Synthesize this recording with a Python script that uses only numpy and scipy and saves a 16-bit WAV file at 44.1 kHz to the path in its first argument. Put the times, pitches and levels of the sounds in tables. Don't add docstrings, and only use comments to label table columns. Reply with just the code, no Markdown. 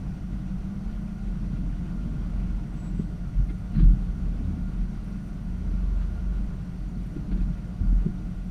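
import sys
import numpy as np
from scipy import signal
from scipy.fft import rfft, irfft
from scipy.io import wavfile
from scipy.ndimage import uniform_filter1d

SR = 44100
rng = np.random.default_rng(int(sys.argv[2]) if len(sys.argv) > 2 else 0)


def ratio(d):
    e = np.asarray(d, float) / 20
    return 10 ** e


def output_pcm(signal):
    pcm = np.clip(np.atleast_2d(signal).T, -1, 1) * 32767
    wavfile.write(sys.argv[1], SR, np.round(pcm).astype(np.int16))


N = 374850
TIME = np.arange(N) / SR

# pitch_hz, swing_db, level_db
BOOM_REST = (44, 1.74, -39)
# time_s, peak_db, ring_centre_hz
KNOCKS = [(2.99, -27.5, 400), (2.993, -22, 212), (3.003, -34, 270), (3.21, -34, 177.6), (3.394, -18, 135),
          (3.502, -29.5, 290), (3.726, -27, 210), (3.749, -22.5, 200.3), (3.764, -19.5, 170),
          (3.778, -15, 164), (3.79, -21.5, 170), (3.802, -23, 295.6), (3.828, -14, 149.8),
          (3.851, -21, 151), (3.872, -18, 135), (3.93, -23, 150), (4.402, -27, 199.7), (4.501, -34, 297.2),
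          (4.573, -27, 250.3), (6.966, -21.5, 160), (7.162, -24.5, 320), (7.314, -33, 414),
          (7.318, -28, 287), (7.342, -29.5, 305.4), (7.365, -29.5, 293), (7.411, -26.5, 262),
          (7.47, -26, 160), (7.5, -24, 160), (7.807, -18, 70), (7.842, -24, 201), (7.924, -23, 229),
          (8.059, -16.5, 215), (8.061, -24, 350), (8.083, -27.5, 201.6)]
# time_s, water_rush_db, tyre_grinding_db
WADING = [(0.0, -60, -38.5), (0.78, -60.5, -36.5), (1.16, -59.5, -39.5), (1.66, -59.5, -35.5),
          (2.3, -58.5, -36), (2.79, -59.5, -37), (3.45, -61, -41.5), (4.1, -59.5, -38), (4.7, -58.5, -37),
          (5.4, -60.5, -39), (6.08, -58, -40), (6.46, -60, -38), (6.89, -61.5, -40), (7.31, -61, -35.5),
          (7.6, -60, -41), (7.98, -60, -38.5), (8.5, -61.5, -36.5)]


def evened(x):
    return x / np.sqrt(np.mean(x ** 2) + 1e-20)


def columns(rows):
    s, *values = np.transpose(rows)
    return [np.interp(TIME, s, v) for v in values]


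def add(mix, start_s, sound):
    part = mix[round(start_s * SR):][:len(sound)]
    part += sound[:len(part)]


def wander(hz):
    control_rate_hz = 200
    steps = rng.standard_normal(int(N / SR * control_rate_hz) + 400)
    lowpass = signal.butter(2, np.clip(hz / (control_rate_hz / 2), .001, .9))
    slow = signal.filtfilt(*lowpass, steps)[200:]
    return evened(np.interp(TIME, np.arange(len(slow)) / control_rate_hz, slow))


def tone(hz):
    turns = np.cumsum(hz * np.ones(N)) / SR + rng.random()
    return np.sqrt(2) * np.sin(2 * np.pi * turns)


def fuzzy(hz, width_hz):
    f = np.fft.rfftfreq(N, 1 / SR)
    resonance = 1 / (1 + (2 * (f - hz) / width_hz) ** 2)
    return evened(irfft(rfft(rng.standard_normal(N)) * resonance, N))


def noise(spectrum, size, patchy_db, lo_hz, hi_hz):
    frames, hz = 4 * N // size + 12, np.fft.rfftfreq(size, 1 / SR)
    real, imag, patches = rng.standard_normal((frames, len(hz), 3)).T
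    patches = uniform_filter1d(patches, size=16, axis=0)
    patches = evened(uniform_filter1d(patches, size=8, axis=1))
    f, db = np.transpose(spectrum)
    shape_db = np.interp(np.log(hz + 1), np.log(f + 1), db)[:, None]
    z = (real + 1j * imag) * ratio(shape_db + patchy_db * patches)
    out = signal.istft(z, nperseg=size, noverlap=3 * size // 4)[1][size:][:N]
    power = (abs(z) ** 2).sum(axis=1)
    in_band = (hz > lo_hz) & (hz < hi_hz)
    return evened(out) * np.sqrt(power.sum() / power[in_band].sum())


def engine():
    # time_s, turns_per_s, load_db (third order), tenth_order_db
    crankshaft = [(0.0, 19.5, -42.5, -51), (0.6, 18.9, -49, -37), (0.9, 21.3, -50, -41.5),
                  (1.3, 20.6, -49, -41.5), (1.6, 21.3, -45, -45), (1.9, 23.3, -42, -55),
                  (2.15, 23.4, -41, -45), (2.5, 23, -39.5, -46.5), (2.7, 22.7, -55, -44),
                  (3.0, 19.3, -47, -54), (3.6, 21.3, -40.5, -54.5), (4.0, 20, -40.5, -40.5),
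                  (4.25, 23, -35.5, -50.5), (4.5, 26.3, -37.5, -42), (4.7, 23, -39.5, -47),
                  (5.09, 20.6, -57, -43), (5.4, 20.8, -51, -45), (5.6, 24.4, -36, -50.5),
                  (5.9, 22.7, -37.5, -55), (6.25, 24.7, -36, -61), (6.5, 20.9, -63, -61),
                  (7.5, 21.1, -40.5, -48), (8.5, 21, -52, -58)]
    # multiple, relative_db
    other_orders = [(1, -7), (1.5, -22), (4, 0.5), (4.5, 1.5), (5, 4), (6, 0.5), (7, 2.5), (8, -6), (9, -1),
                    (11, -14.5), (12, -19), (13, -13)]
    turns_hz, load_db, tenth_db = columns(crankshaft)
    out = ratio(load_db + 2.2 * wander(6)) * tone(3 * turns_hz + 1.1 * wander(6))
    out += ratio(tenth_db + 2 * wander(6)) * tone(10 * turns_hz + 1.2 * wander(4))
    others_db = -51.5 + 0.28 * (load_db - load_db.mean())
    for k, db in other_orders:
        out += ratio(others_db + db + 2.5 * wander(5)) * tone(k * turns_hz + 1.1 * wander(5))
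    return out


def lurches():
    # middle_s, peak_db, length_s, pitch_hz
    swells = [(0.058, -37, 0.076, 45.4), (0.313, -35, 0.16, 45.7), (0.534, -33.5, 0.093, 44.5),
              (0.882, -30.5, 0.059, 43.85), (0.984, -32, 0.059, 44.6), (1.297, -29, 0.082, 42.67),
              (1.455, -32, 0.092, 42.8), (1.57, -32.5, 0.13, 43.33), (1.699, -30, 0.18, 43.34),
              (2.046, -31, 0.15, 44.97), (2.211, -28, 0.11, 43.7), (2.366, -28, 0.12, 44.2),
              (2.514, -27.5, 0.16, 44.15), (2.95, -30.5, 0.076, 43.68), (3.089, -36, 0.12, 45.56),
              (3.238, -33, 0.075, 45.45), (3.401, -18.5, 0.072, 44.2), (3.5, -29.5, 0.087, 45.85),
              (3.639, -33.5, 0.044, 46.86), (3.773, -23.5, 0.048, 42.54), (3.869, -12, 0.1, 42.08),
              (4.014, -24.5, 0.058, 41.7), (4.108, -26, 0.048, 42.87), (4.291, -26, 0.12, 42.42),
              (4.46, -31.5, 0.12, 42.95), (4.647, -28.5, 0.063, 41.4), (4.8, -26.5, 0.12, 42.8),
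              (5.025, -40, 0.28, 43.72), (5.516, -31.5, 0.13, 43.43), (5.723, -26.5, 0.13, 44.03),
              (5.937, -24.5, 0.29, 45.05), (6.326, -26.5, 0.22, 46.15), (6.576, -38.5, 0.13, 47.17),
              (6.847, -31.5, 0.067, 45.1), (7.018, -32, 0.11, 45.1), (7.34, -22.5, 0.039, 43.4),
              (7.424, -23.5, 0.07, 42.9), (7.508, -29, 0.071, 43.46), (7.604, -48, 0.098, 43.8),
              (7.936, -18, 0.14, 42.48), (8.149, -37, 0.16, 42.6), (8.253, -34, 0.049, 42.47),
              (8.413, -32.5, 0.072, 43.96)]
    squareness = 2.5
    power = np.full(N, 1e-7)
    weighted_hz = power * BOOM_REST[0]
    for s, db, length_s, hz in swells:
        swell = ratio(2 * db) * np.exp(-abs(2 * (TIME - s) / length_s) ** squareness)
        power = power + swell
        weighted_hz = weighted_hz + swell * hz
    return power, uniform_filter1d(weighted_hz / power, size=2000)


def boom():
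    power, hz = lurches()
    _, swing_db, rest_db = BOOM_REST
    rest_power = ratio(2 * (rest_db + swing_db * wander(6)))
    swing = np.sqrt(power + rest_power) * tone(hz + 0.8 * wander(7.9))
    rattle = 0.52 * (swing ** 2 - uniform_filter1d(swing ** 2, size=1000))
    return swing + rattle


def panel():
    level_db = -41.5 + 1.5 * wander(4) + 1.2 * wander(21)
    return ratio(level_db) * tone(181 * (1 + 0.003 * wander(2)))


def knocks():
    # pitch_hz, relative_db, t60_s
    chassis = [(74.03, 11.5, 0.095), (135, 9.5, 0.064), (160, -0.5, 0.1), (189, -1.5, 0.06),
               (212.6, 4, 0.07), (271, -2.5, 0.062), (296, 5, 0.037), (350, -2.5, 0.055),
               (416, -3.5, 0.053), (520, -5.5, 0.042)]
    fall_db_per_octave = 25
    crest_s = 0.00944
    out, t = np.zeros(N), np.arange(SR // 3) / SR
    for s, peak_db, centre_hz in KNOCKS:
        ring = np.zeros(len(t))
        for hz, db, t60_s in chassis:
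            tuned_hz = hz * (.98 + .04 * rng.random())
            mode_db = db - fall_db_per_octave * abs(np.log2(hz / centre_hz)) - 60 * t / t60_s
            ring += ratio(mode_db) * np.cos(2 * np.pi * tuned_hz * (t - crest_s))
        ring *= 1 - np.exp(-(t / 0.01) ** 2)
        add(out, s - .003, -ratio(peak_db) * ring / abs(ring).max())
    return out


def shaking():
    knock_jolt_db, lurch_jolt_db, rise_s, fall_s = -13, -25, 0.0077, 0.024
    grinding_db = columns(WADING)[1] + 0.7 * wander(4.5)
    power = ratio(2 * grinding_db) + ratio(2 * lurch_jolt_db) * lurches()[0]
    for s, db, _ in KNOCKS:
        t = TIME - s
        jolt = np.clip(1 + t / rise_s, 0, 1) * np.exp(-np.maximum(t, 0) / fall_s)
        power += ratio(2 * (db + knock_jolt_db)) * jolt
    return np.sqrt(power)


def rumble():
    # frequency_hz, relative_db_per_hz
    spectrum = [(8, -21), (14, 4.5), (28, 7.5), (40, 3), (58, 3.5), (75, -3), (92, -7), (115, 1), (155, 5),
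                (200, 1.5), (250, -8.5), (300, -7), (420, -36.5), (520, -53), (900, -87)]
    return shaking() * noise(spectrum, size=4096, patchy_db=1.5, lo_hz=60, hi_hz=400)


def water():
    # frequency_hz, relative_db_per_hz
    spectrum = [(200, -35), (350, 3.5), (500, -4.5), (780, -9.5), (900, -8.5), (1450, -10), (1750, -17.5),
                (2600, -17.5), (4500, -25), (6000, -26.5), (8300, -33), (10000, -35), (12000, -40),
                (14000, -44.5), (15000, -43)]
    rush_db = columns(WADING)[0]
    swell_db = rush_db - rush_db.mean() - 0.78 * wander(9.9)
    drops_per_s, drop_decay_s = 150, 0.0018
    drops = ratio(3.2 * np.minimum(rng.exponential(1, N), 3)) * (rng.random(N) < drops_per_s / SR)
    sprinkle = signal.lfilter([1], [1, -np.exp(-1 / (drop_decay_s * SR))], drops)
    rush = noise(spectrum, size=1024, patchy_db=-1.0, lo_hz=1000, hi_hz=5230)
    near = signal.sosfiltfilt(signal.butter(2, 5000, fs=SR, output="sos"), rush)
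    far = ratio(0.33 * swell_db + 0.9) * (rush - near) * (1 + 0.061 * sprinkle)
    return ratio(rush_db.mean()) * (ratio(swell_db) * near + far)


def trickle():
    bubbles_per_s, decay_cycles, tilt_db_per_octave = 120, 4.2, -7.5
    pitches_hz = np.geomspace(1500, 9000, num=16)
    size = ratio(3.3 * np.minimum(rng.exponential(1, N), 4)) * (rng.random(N) < bubbles_per_s / SR)
    which, t = rng.integers(0, len(pitches_hz), N), np.arange(SR // 40) / SR
    out = np.zeros(N)
    for k, hz in enumerate(pitches_hz):
        chirp = np.sin(2 * np.pi * hz * t * (1 + 0.004 * hz * t))
        decay = np.exp(-hz * t / decay_cycles)
        bubble = ratio(tilt_db_per_octave * np.log2(hz / pitches_hz[0])) * decay * chirp
        out += signal.oaconvolve(size * (which == k), bubble)[:N]
    return ratio(-75.5) * evened(out)


def push_db():
    rush_db = columns(WADING)[0]
    return rush_db - rush_db.mean()


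def belts():
    # drift_hz, level_db
    whine_rows = [(2.99, -66.5), (2.51, -66)]
    # time_s, lower_hz, upper_hz
    pitch_rows = [(0, 617, 707), (1.2, 621, 710), (1.6, 615.3, 692), (2.7, 608, 697), (3.6, 615.3, 705),
                  (4.9, 611.2, 696), (6.1, 610, 698.5), (6.6, 608.2, 710.6), (8.5, 617, 709.4)]
    out, load_db = np.zeros(N), 0.95 * push_db()
    for hz, (drift_hz, db) in zip(columns(pitch_rows), whine_rows):
        swing = 0.95 + 0.36 * wander(30)
        out += ratio(db + load_db) * swing * tone(hz + drift_hz * wander(2.53))
    return out


def fan():
    # centre_hz, width_hz, relative_db
    bands = [(1410, 17, -4.5), (1457, 117, -3.5)]
    level_db = -64 + 1.5 * push_db() + 0.7 * wander(1.8)
    return ratio(level_db) * sum(ratio(db) * fuzzy(hz, width_hz) for hz, width_hz, db in bands)


def accessories():
    # centre_hz, width_hz, level_db
    bands = [(622, 170, -68), (720, 76, -69), (786, 16, -70), (1138, 12, -74.5), (1980, 440, -70),
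             (4470, 730, -76.5), (5620, 20, -84.5)]
    return sum(ratio(db) * fuzzy(hz, width_hz) for hz, width_hz, db in bands)


def squeaks():
    # start_s, pitch_hz, level_db, length_s
    bursts = [(3.484, 2100, -54.5, 0.036), (3.753, 4130, -60.5, 0.03), (5.886, 4150, -68, 0.009),
              (6.887, 6930, -67, 0.01), (6.953, 4300, -66, 0.01), (7.407, 2500, -62, 0.011)]
    out = np.zeros(N)
    for s, hz, db, length_s in bursts:
        t = np.arange(0, length_s, 1 / SR)
        phase = 2 * np.pi * hz * t + 0.035 * np.cumsum(rng.standard_normal(len(t)))
        envelope = np.sin(np.pi * (t / length_s) ** .6)
        add(out, s, np.sqrt(2) * ratio(db) * np.sin(phase) * envelope)
    return out * (1 + .3 * wander(90))


def brake_squeal():
    # time_s, pitch_hz, relative_db
    path = [(2.66, 7610, -90), (2.674, 7700, -90), (2.798, 7770, -65.5), (2.892, 7740, -65),
            (2.914, 7650, -76), (2.988, 7750, -69), (3.21, 7720, -91.5), (3.3, 7720, -84)]
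    hz, db = columns(path)
    stutter = np.sin(2 * np.pi * 28 * (TIME - 2.8))
    grip = np.clip(1.44 + 1.35 * stutter + 0.31 * wander(30), .1, 1)
    sounding = (TIME > path[0][0]) & (TIME < path[-1][0])
    return ratio(db) * grip * sounding * tone(hz)


def scrapes():
    # start_s, length_s, relative_db
    bursts = [(3.483, 0.034, -55.5), (3.725, 0.08, -54), (3.771, 0.13, -51.5), (5.988, 0.1, -59),
              (7.147, 0.051, -60), (7.303, 0.035, -51), (7.355, 0.043, -57), (7.401, 0.054, -58)]
    # frequency_hz, relative_db_per_hz
    spectrum = [(300, -21), (700, -6), (1200, 0), (1500, 2), (2000, -3), (3000, -8), (4600, -10),
                (5500, -36)]
    grit = noise(spectrum, size=256, patchy_db=1.2, lo_hz=1000, hi_hz=5032)
    gate = np.zeros(N)
    for s, length_s, db in bursts:
        rise = np.clip((TIME - s) / 0.028, 0, 1)
        fall = np.exp(-(2.27 * np.maximum(TIME - s - .02, 0) / length_s) ** 2)
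        gate += ratio(db) * rise * fall
    spatter = ratio(1.2 * wander(40))
    return grit * gate * spatter


def insect():
    # start_s, end_s, relative_db
    buzzes = [(3.42, 3.62, -76), (5.03, 5.146, -74.5), (5.19, 5.318, -76), (6.964, 7.159, -76)]
    # centre_hz, width_hz, relative_db
    bands = [(9250, 1800, -3), (13200, 1500, -9)]
    hiss = sum(ratio(db) * fuzzy(hz, width_hz) for hz, width_hz, db in bands)
    throb = ratio(3.5 * np.sin(2 * np.pi * 30 * TIME + 0.8 * wander(5.92)) + 2.2 * wander(50))
    gate = np.zeros(N)
    for start_s, end_s, db in buzzes:
        gate += ratio(db) * np.clip(np.minimum(TIME - start_s, end_s - TIME) / 0.014, 0, 1)
    return hiss * throb * gate


def camera():
    # pitch_hz, level_db
    tones = [(2937.3, -88), (5814, -96), (5844.2, -79), (5873.9, -86), (5904.1, -94), (8720.9, -97),
             (8751.2, -96), (8781.5, -79), (11688.5, -89), (11718.1, -84), (11748.4, -98), (14625.1, -91),
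             (14655.4, -98)]
    # centre_hz, width_hz, relative_db, frames_per_s
    frame_hiss = (11240, 250, -80, 29.97)
    # time_s, relative_db
    hiss_fade = [(0, -4), (5.2, -4), (5.8, -6), (8.5, -1)]
    hz, width_hz, hiss_db, frames_per_s = frame_hiss
    decay = np.exp(-(TIME * frames_per_s % 1) / 0.35)
    ticking = ratio(hiss_db + columns(hiss_fade)[0]) * fuzzy(hz, width_hz) * decay
    return ticking + sum(ratio(db) * tone(hz) for hz, db in tones)


def scene():
    vehicle = engine() + boom() + panel() + knocks()
    creek = rumble() + water() + trickle()
    whines = belts() + fan() + accessories()
    details = squeaks() + brake_squeal() + scrapes() + insect() + camera()
    return (vehicle + creek + whines + details)[None]


def low_pass(x):
    return signal.sosfilt(signal.butter(12, 14930, fs=SR, output="sos"), x)


def record(dry):
    rounded = dry / (1 + (abs(dry) / .48) ** 6) ** (1 / 6)
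    return low_pass(rounded)


dry = scene()
out = record(dry)
output_pcm(out)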